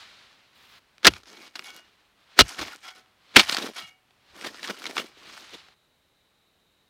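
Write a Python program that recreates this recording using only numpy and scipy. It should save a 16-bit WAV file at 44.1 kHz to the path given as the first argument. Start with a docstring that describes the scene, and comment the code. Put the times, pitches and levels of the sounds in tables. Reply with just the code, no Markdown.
"""Forest floor, damp soil, quiet outdoors: a steel spade is stabbed in three times, worked to and fro,
pulled out ringing faintly, then pushed under a clod and lifted. Crowds of small fractures make the snaps and
crumbles, damped low swings the thumps; filtered clicks grind as grit and drive the ringing steel modes.
Cloth and grass rustle between the strokes over air and microphone hiss; the hardest blows overload the recorder."""
import sys
import numpy as np
from scipy import signal
from scipy.fft import rfft, irfft
from scipy.io import wavfile

SR = 44100
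rng = np.random.default_rng(int(sys.argv[2]) if len(sys.argv) > 2 else 0)


def wav_record(signal):
    """Record a signal, one row per channel, as 16-bit PCM in the file named by sys.argv[1]."""
    frames = np.transpose(np.atleast_2d(signal))
    bounded = np.clip(frames, -1, 1)
    # unit amplitude maps onto the largest positive 16-bit level
    quanta = np.round(bounded * 32767).astype(np.int16)
    wavfile.write(sys.argv[1], SR, quanta)


def volts(x):
    """Linear amplitude factor 10**(x/20) for a level x in dB, scalar or array-like."""
    e = np.asarray(x, float) / 20
    return 10 ** e


N = 303928  # length [samples]


def rms_one(x):
    """Scale to a root mean square of 1."""
    return x / np.sqrt(np.mean(x ** 2) + 1e-20)


def colour(x, spectrum, size=4096):
    """Causal (minimum phase) filter with the shape of the given spectrum and unit power gain."""
    hz, db = np.transpose(spectrum)
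    bins_hz = np.arange(size // 2 + 1) * SR / size
    log_gain = np.interp(np.log(bins_hz + 1), np.log(hz), db) * np.log(10) / 20
    # folding the cepstrum onto positive time gives minimum phase
    cepstrum = irfft(log_gain)
    cepstrum[1:size // 2] *= 2
    cepstrum[size // 2 + 1:] = 0
    response = irfft(np.exp(rfft(cepstrum)))
    return signal.oaconvolve(x, response / np.linalg.norm(response))[:len(x)]


def drift(rate_hz):
    """Slow random wandering of rms 1: smoothed noise at every 16th sample, joined by straight lines."""
    r = np.exp(-32 * np.pi * rate_hz / SR)
    noise = rng.standard_normal(N // 16 + 3001)
    slow = signal.lfilter([1], [1, -2 * r, r * r], noise)[3000:]  # skip the filter's start
    return np.interp(np.arange(N) / 16, np.arange(len(slow)), rms_one(slow))


def grains(per_s, spread_db, clump_db, clump_rate_hz):
    """Random clicks of uneven size that come in clumps; rms 1."""
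    sizes = volts(spread_db * np.minimum(rng.exponential(1, N), 5)) * rng.choice([-1, 1], N)
    struck = rng.random(N) < per_s / SR
    return rms_one(sizes * struck * volts(clump_db * drift(clump_rate_hz)))


def resonance(x, hz, width_hz):
    """One damped mode: a two-pole band-pass whose ring shortens as it widens."""
    r = np.exp(-np.pi * width_hz / SR)
    poles = [1, -2 * r * np.cos(2 * np.pi * hz / SR), r * r]
    return signal.lfilter([(1 - r * r) / 2, 0, (r * r - 1) / 2], poles, x)


# roots and stones snap under the edge:
# (time [s], crest level [dB], centre [Hz], fade to -10 dB [ms])
SNAPS = [(0.982, -47.5, 2450, 1.3), (1.032, -39, 2840, 0.65), (1.0481, -9.5, 3449, 1),
         (1.051, -10, 1460, 12), (1.069, 2.5, 4740, 7.1), (1.137, -30, 2250, 2.13), (1.234, -44, 5100, 3.9),
         (1.258, -47, 2260, 4.2), (1.556, -27.5, 3920, 6), (1.594, -28, 2820, 1.6), (1.645, -41.5, 3550, 3),
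         (2.391, 1.5, 1660, 5.5), (2.613, -27, 3600, 7.9), (2.675, -35.5, 3450, 9.4), (3.061, -55, 888, 2),
         (3.361, -10, 2560, 17.5), (3.366, 5, 2730, 3.6), (3.396, -10.5, 2780, 4.4),
         (3.4965, -14.5, 3810, 2.2), (3.523, -18.5, 4150, 11), (3.547, -19.5, 4630, 1.8),
         (3.569, -17.5, 4170, 3.4), (3.586, -23.5, 3950, 2.8), (3.684, -42, 4500, 2),
         (4.108, -51.5, 952, 1.92), (4.545, -35.5, 1290, 3.7), (4.631, -28, 3930, 2.7),
         (4.82, -33.5, 1350, 2.9), (4.842, -27, 2150, 3.1), (4.856, -27, 2150, 2.8),
         (4.866, -27.5, 3960, 7.8), (4.968, -20.5, 1310, 2.8), (4.979, -17, 1300, 8.4),
         (5.255, -47, 700, 3.3), (5.685, -45.5, 752, 4)]
# lumps of earth give way:
# (time [s], crest level [dB], centre [Hz], swell from -10 dB [ms], dull part over the crest level [dB])
CRUMBLES = [(1.059, -18, 1670, 14, -12), (1.078, -11.5, 2620, 13, -9.5), (1.167, -38, 1500, 6.1, -17),
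            (2.381, -34, 1630, 12, -10.5), (2.408, -5, 4100, 14, -15.5), (2.592, -26.5, 1530, 8.2, -10),
            (2.628, -28.5, 620.6, 10, -6.5), (3.38, -16, 2300, 18, -8), (3.402, -12.5, 3740, 16, -17),
            (3.626, -31.5, 3870, 12, -6.5), (3.792, -32.5, 3280, 12, -26), (4.449, -29, 1640, 8.8, -10),
            (4.47, -35, 3650, 8.2, -1), (4.649, -33.5, 1920, 5.7, -13.5), (4.704, -27.5, 1310, 12, -3),
            (4.999, -25, 2840, 6.7, -8), (5.3, -40.5, 1160, 5.8, -34), (5.545, -39.5, 3600, 17, -5.5)]
# relative spectrum of gritty contact: (frequency [Hz], level [dB per Hz])
GRIT = [(300, -29), (700, -3), (1400, 0), (4000, -2.5), (5500, -4.5), (8000, -14), (15500, -24.5),
        (18000, -53)]
# relative spectrum of dull, heavy clods: (frequency [Hz], level [dB per Hz])
CLOD = [(70, -40), (200, -4), (350, 0), (650, -7), (1500, -36)]
SNAP_DULL_DB = -18  # dull part of a snap over its crest level
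# snaps louder than the big level build slightly faster
SNAP_SWELL_MS, BIG_SNAP_DB, SWELL_MS_PER_DB = 1.2, -20.5, -0.0063
CRUMBLE_FADE_SHARE = .7  # fade time as a share of the swell


def crunches():
    """Each burst is a crowd of fractures that swells, snaps and is choked; returns the bright and dull parts."""
    bright, dull, lead = np.zeros(N), np.zeros(N), SR // 10
    ms = np.arange(-lead, 2 * lead) * 1000 / SR
    fractures = grains(9000, 2.4, 2.4, 200)
    lumps = rng.standard_normal(N)
    bursts = []
    for s, db, hz, fade in SNAPS:
        swell = SNAP_SWELL_MS + SWELL_MS_PER_DB * max(db - BIG_SNAP_DB, 0)
        bursts.append((s, db, hz, SNAP_DULL_DB, swell, fade))
    for s, db, hz, swell, dull_db in CRUMBLES:
        bursts.append((s, db, hz, dull_db, swell, CRUMBLE_FADE_SHARE * swell))
    for s, crest_db, hz, dull_db, swell, fade in bursts:
        span = slice(round(s * SR) - lead, round(s * SR) + 2 * lead)
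        # 10 dB down at swell and fade, then ever faster
        shape = volts(-10 * np.where(ms < 0, -ms / swell, ms / fade) ** 1.7)
        burst = shape * fractures[span]
        burst[lead] += 24 / (swell + fade)  # the shorter the burst, the more it is one snap
        # bursts of lower centre break duller
        burst = signal.lfilter(*signal.butter(1, min(5.0 * hz, .4 * SR), fs=SR), burst)
        broad = 0.75 * resonance(burst, hz, 0.66 * hz)
        narrow = 1.5 * resonance(burst, hz, 0.028 * hz)
        bright[span] += volts(crest_db - 5.5) * (0.89 * burst + broad + narrow)
        dull[span] += volts(crest_db + dull_db - 1) * shape ** 0.87 * lumps[span]
    return colour(bright, GRIT), colour(dull, CLOD)


# the ground takes the blow: (time [s], level [dB], starting pitch [Hz], t60 [s])
THUMP = [(1.077, -27, 64.3, 0.22), (2.406, -14.5, 56.2, 0.11), (2.593, -38, 63.7, 0.23),
         (3.366, 1, 261.7, 0.066), (3.367, -37.5, 66.75, 0.35), (3.827, -48, 142, .15),
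         (4.3, -61.5, 70, 0.97)]
THUMP_SAG = 0.64  # share of its starting pitch that the swing loses per second


def thumps():
    """A low damped swing of the ground, roughened by rumble."""
    out, t = np.zeros(N), np.arange(SR // 2) / SR
    for s, level_db, hz, t60 in THUMP:
        start = round(s * SR)
        shape = volts(level_db - 60 * t / t60) * (1 - np.exp(-t / 0.0013))
        swing = np.sin(2 * np.pi * hz * (t - THUMP_SAG * t ** 2 / 2))
        rumble = rms_one(resonance(resonance(rng.standard_normal(len(t)), hz, 120), hz, 120))
        out[start:start + len(t)] += shape * (.5 * swing + .5 * rumble)
    return out


# each push, pull or twist of the blade in the soil: (start [s], length [s], grit level at start [dB],
# grit level at end [dB], clod rumble over the grit [dB])
SCRAPES = [(1.103, .08, -45.5, -50.5, -11), (1.271, 0.2, -49.5, -51, -10),
           (1.564, 0.038, -43.5, -49.5, -5.5), (1.645, 0.057, -47.5, -45.5, -14),
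           (1.756, 0.041, -46, -56, -9.5), (2.43, .05, -48, -48.5, -14), (2.49, 0.062, -41, -45, -14.5),
           (2.595, .14, -34, -46, -12), (2.837, 0.046, -44.5, -43, -21), (2.959, 0.037, -57.5, -59, -5),
           (3.413, 0.038, -34, -37, -25), (3.492, .09, -29.5, -35.5, -30), (3.592, 0.071, -38.5, -34, -4),
           (3.764, .13, -36.5, -55, -18), (4.354, .115, -49, -39.5, -4.5),
           (4.509, 0.089, -54.5, -46.5, -6.5), (4.643, 0.081, -36, -42.5, -8.5),
           (4.768, .14, -49.5, -40.5, -5), (4.964, 0.04, -37, -38.5, -7), (5.047, 0.052, -52.5, -57, -3.5),
           (5.175, .17, -59, -51, -5), (5.369, .19, -49.5, -58, -12)]
BITE_DB_PER_S, LET_GO_DB_PER_S = 800, 323  # how fast a scrape sets in, and how fast it dies


def scrape_gains():
    """Gain of grit and of clods: a slope over each scrape, a quick bite before it and a slower release after."""
    t, grit, clods = np.arange(N) / SR, 0, 0
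    for start, length, start_db, end_db, clod_db in SCRAPES:
        bite_db = BITE_DB_PER_S * np.maximum(start - t, 0)
        release_db = LET_GO_DB_PER_S * np.maximum(t - start - length, 0)
        slope_db = np.interp(t, [start, start + length], [start_db, end_db])
        gain = volts(slope_db - np.minimum(bite_db + release_db, 200))
        grit = grit + gain
        clods = clods + gain * volts(clod_db)
    return grit, clods


def pebbles(force, count, cycles):
    """Every grain has a size: the clicks are dealt to short resonances spread from 500 Hz to 14 kHz."""
    dealt = rng.integers(0, count, N)
    out = 0
    for k, hz in enumerate(np.geomspace(500, 14000, count)):
        out = out + resonance(force * (dealt == k), hz, hz / cycles) * volts(4.5 * drift(12))
    return out


# modes of the steel: (frequency [Hz], drive level [dB], t60 before damping [s])
BLADE = [(749.4, -7.5, 1), (1310, -8, 1), (1373, -3.5, 0.86), (1490, -7, 0.69), (1870, -11, 0.69),
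         (2150, -13.5, 0.39), (2260, -5, 1), (2229, -4, 0.75), (2460, -11.5, 0.9), (2860, 2.5, 0.97),
         (3282, -15, .2), (3340, -4, 0.098), (4250, -14, 0.03)]


def blade(force, damping):
    """Steel modes driven by a force; damping divides every t60, the wandering contact favours mode after mode."""
    out = 0
    for hz, level_db, t60 in BLADE:
        contact = volts(level_db + 5.0 * np.tanh(drift(9)))
        out = out + resonance(contact * force, hz, damping * np.log(1000) / (np.pi * t60))
    return out


# the blade slides clear of the soil and can ring:
# (from [s], to [s], freedom [dB], frequency favoured by the place of contact [Hz])
FREE = [(1.28, 1.46, 21, 2230), (1.58, 1.73, 26, 2230), (1.69, 1.8, 22, 1400), (1.755, 1.79, 17, 2850),
        (2.84, 3.0, 25, 1360), (2.88, 2.95, 24, 1820), (3.755, 3.865, 25, 1350), (3.79, 3.9, 25, 2250)]
FAVOURED_WIDTH_HZ = 350
TICKS_PER_S, TICK_DB = 250, -8  # small stones catching on the edge; level in the grit mix


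def grinding():
    """Grit and clods slide along the blade; where it comes free of the soil it sings."""
    grit_gain, clod_gain = scrape_gains()
    t = np.arange(N) / SR
    clicks = grains(4700, 1.9, 2.1, 37)
    stones = rms_one(colour(pebbles(clicks, count=14, cycles=8.3), GRIT))
    ticks = pebbles(grains(TICKS_PER_S, 2.0, 2.0, 10), count=8, cycles=2.5)
    grit = 0.51 * colour(clicks, GRIT) + 0.53 * stones + volts(TICK_DB) * rms_one(colour(ticks, GRIT))
    clods = clod_gain * colour(grains(900, 3.5, 3.0, 20), CLOD)
    force = grit_gain * clicks
    free = 0
    for start, end, db, hz in FREE:
        free = free + volts(db) * resonance(force * ((t > start) & (t < end)), hz, FAVOURED_WIDTH_HZ)
    return grit_gain * grit + blade(free, damping=3) + blade(force, damping=6) + clods


# the free blade is knocked softly as it leaves the cut:
# (time [s], push level [dB], contact cut-off [Hz])
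KNOCKS = [(2.85, 20, 800), (2.965, 8, 1600), (3.88, 13, 800)]


def knocks():
    """A soft contact, a smooth push about 1 / cut-off long, rings mostly the low modes of the steel."""
    force = np.full(N, 1e-18)  # never quite zero
    for s, db, cut_hz in KNOCKS:
        push = np.hanning(round(SR / cut_hz) + 2)
        start = round(s * SR)
        force[start:start + len(push)] += volts(db) * push / push.sum()
    return blade(force, damping=1.5)


# cloth moving: (time [s], level [dB])
RUSTLE = [(0.01, -50.5), (0.5, -59), (0.58, -56), (0.72, -54.5), (0.785, -53.5), (0.8, -63), (1.03, -60.5),
          (1.1, -77), (1.78, -72.5), (1.85, -58), (2.15, -65), (2.35, -55), (2.45, -75.5), (3.02, -62),
          (3.15, -65), (3.335, -54), (3.45, -75.5), (4.2, -63.5), (4.3, -56.5), (4.4, -56), (5.08, -62.5),
          (5.14, -56), (5.28, -52), (5.6, -51.5), (5.74, -59.5), (5.755, -89.5)]
# relative spectrum of cloth: (frequency [Hz], level [dB per Hz])
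CLOTH = [(100, -11.5), (450, -14), (1200, -6), (4100, -5), (6500, -18.5), (15500, -39)]
# a boot brushes dry grass: (from [s], to [s], level of the clicks before brightening [dB])
GRASS_STEP = (.55, .795, -72)
# weaker rubbing loses its treble first: treble follows the gain to this further power
CLOTH_SPLIT_HZ, CLOTH_FULL_DB, TREBLE_FOLLOWS = 1200, -52, 0.68


def rustle():
    """Soft dense friction of cloth, and a brighter crackle of grass."""
    t = np.arange(N) / SR
    start, end, grass_db = GRASS_STEP
    crackle = np.diff(grains(6000, 3.0, 1.7, 30), prepend=0)  # differencing brightens
    grass = volts(grass_db) * ((t > start) & (t < end)) * crackle
    gain = volts(np.interp(t, *np.transpose(RUSTLE)))
    cloth = colour(grains(15000, 2, 1, 15), CLOTH)
    low = signal.lfilter(*signal.butter(1, CLOTH_SPLIT_HZ, fs=SR), cloth)
    treble = (cloth - low) * (gain / volts(CLOTH_FULL_DB)) ** TREBLE_FOLLOWS
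    return gain * (low + treble) + grass


# relative spectrum of outdoor air and microphone hiss: (frequency [Hz], level [dB per Hz])
AIR = [(12, -34.5), (20, 4), (291, -3.5), (431, -4), (3210, -10), (3800, -13), (5310, -17.5), (15800, -23)]
AIR_DB = -69  # rms level of air and hiss
# thin tones close to the microphone: (frequency [Hz], middle level [dB rms])
WHINE = [(290.7, -100), (3025, -87), (3784, -82), (3946, -93)]
WHINE_FROM_S = 5.2


def background():
    """Outdoor air and microphone hiss as shaped noise; at the end thin wavering tones and a narrow hiss join."""
    t = np.arange(N) / SR
    air = volts(AIR_DB) * colour(rng.standard_normal(N), AIR)
    tones = 0
    for hz, db in WHINE:
        tones = tones + volts(db + 2.6 * drift(8.7)) * np.sqrt(2) * np.sin(2 * np.pi * hz * t)
    narrow = resonance(resonance(rng.standard_normal(N), 4000, 400), 3680, 400)
    narrow_hiss = volts(-75.5) * rms_one(narrow)
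    return air + (tones + narrow_hiss) * (t > WHINE_FROM_S)


def scene():
    """Spade, ground, clothing and outdoor floor summed at one microphone."""
    bright, dull = crunches()
    muffled_steel = .5 * blade(bright, damping=20)
    strokes = bright + muffled_steel + dull + thumps() + grinding() + knocks()
    return (strokes + rustle() + background())[None]


def roll_off(x):
    """The treble ends steeply here."""
    return signal.sosfilt(signal.butter(12, 15910, fs=SR, output="sos"), x)


def record(dry):
    """The microphone drops the deepest bass; the hardest blows hit full scale and are cut flat."""
    low_cut = signal.butter(2, 48.0, "high", fs=SR, output="sos")
    mix = np.clip(signal.sosfilt(low_cut, dry), -1, 1)
    return roll_off(mix)


dry = scene()
out = record(dry)
wav_record(out)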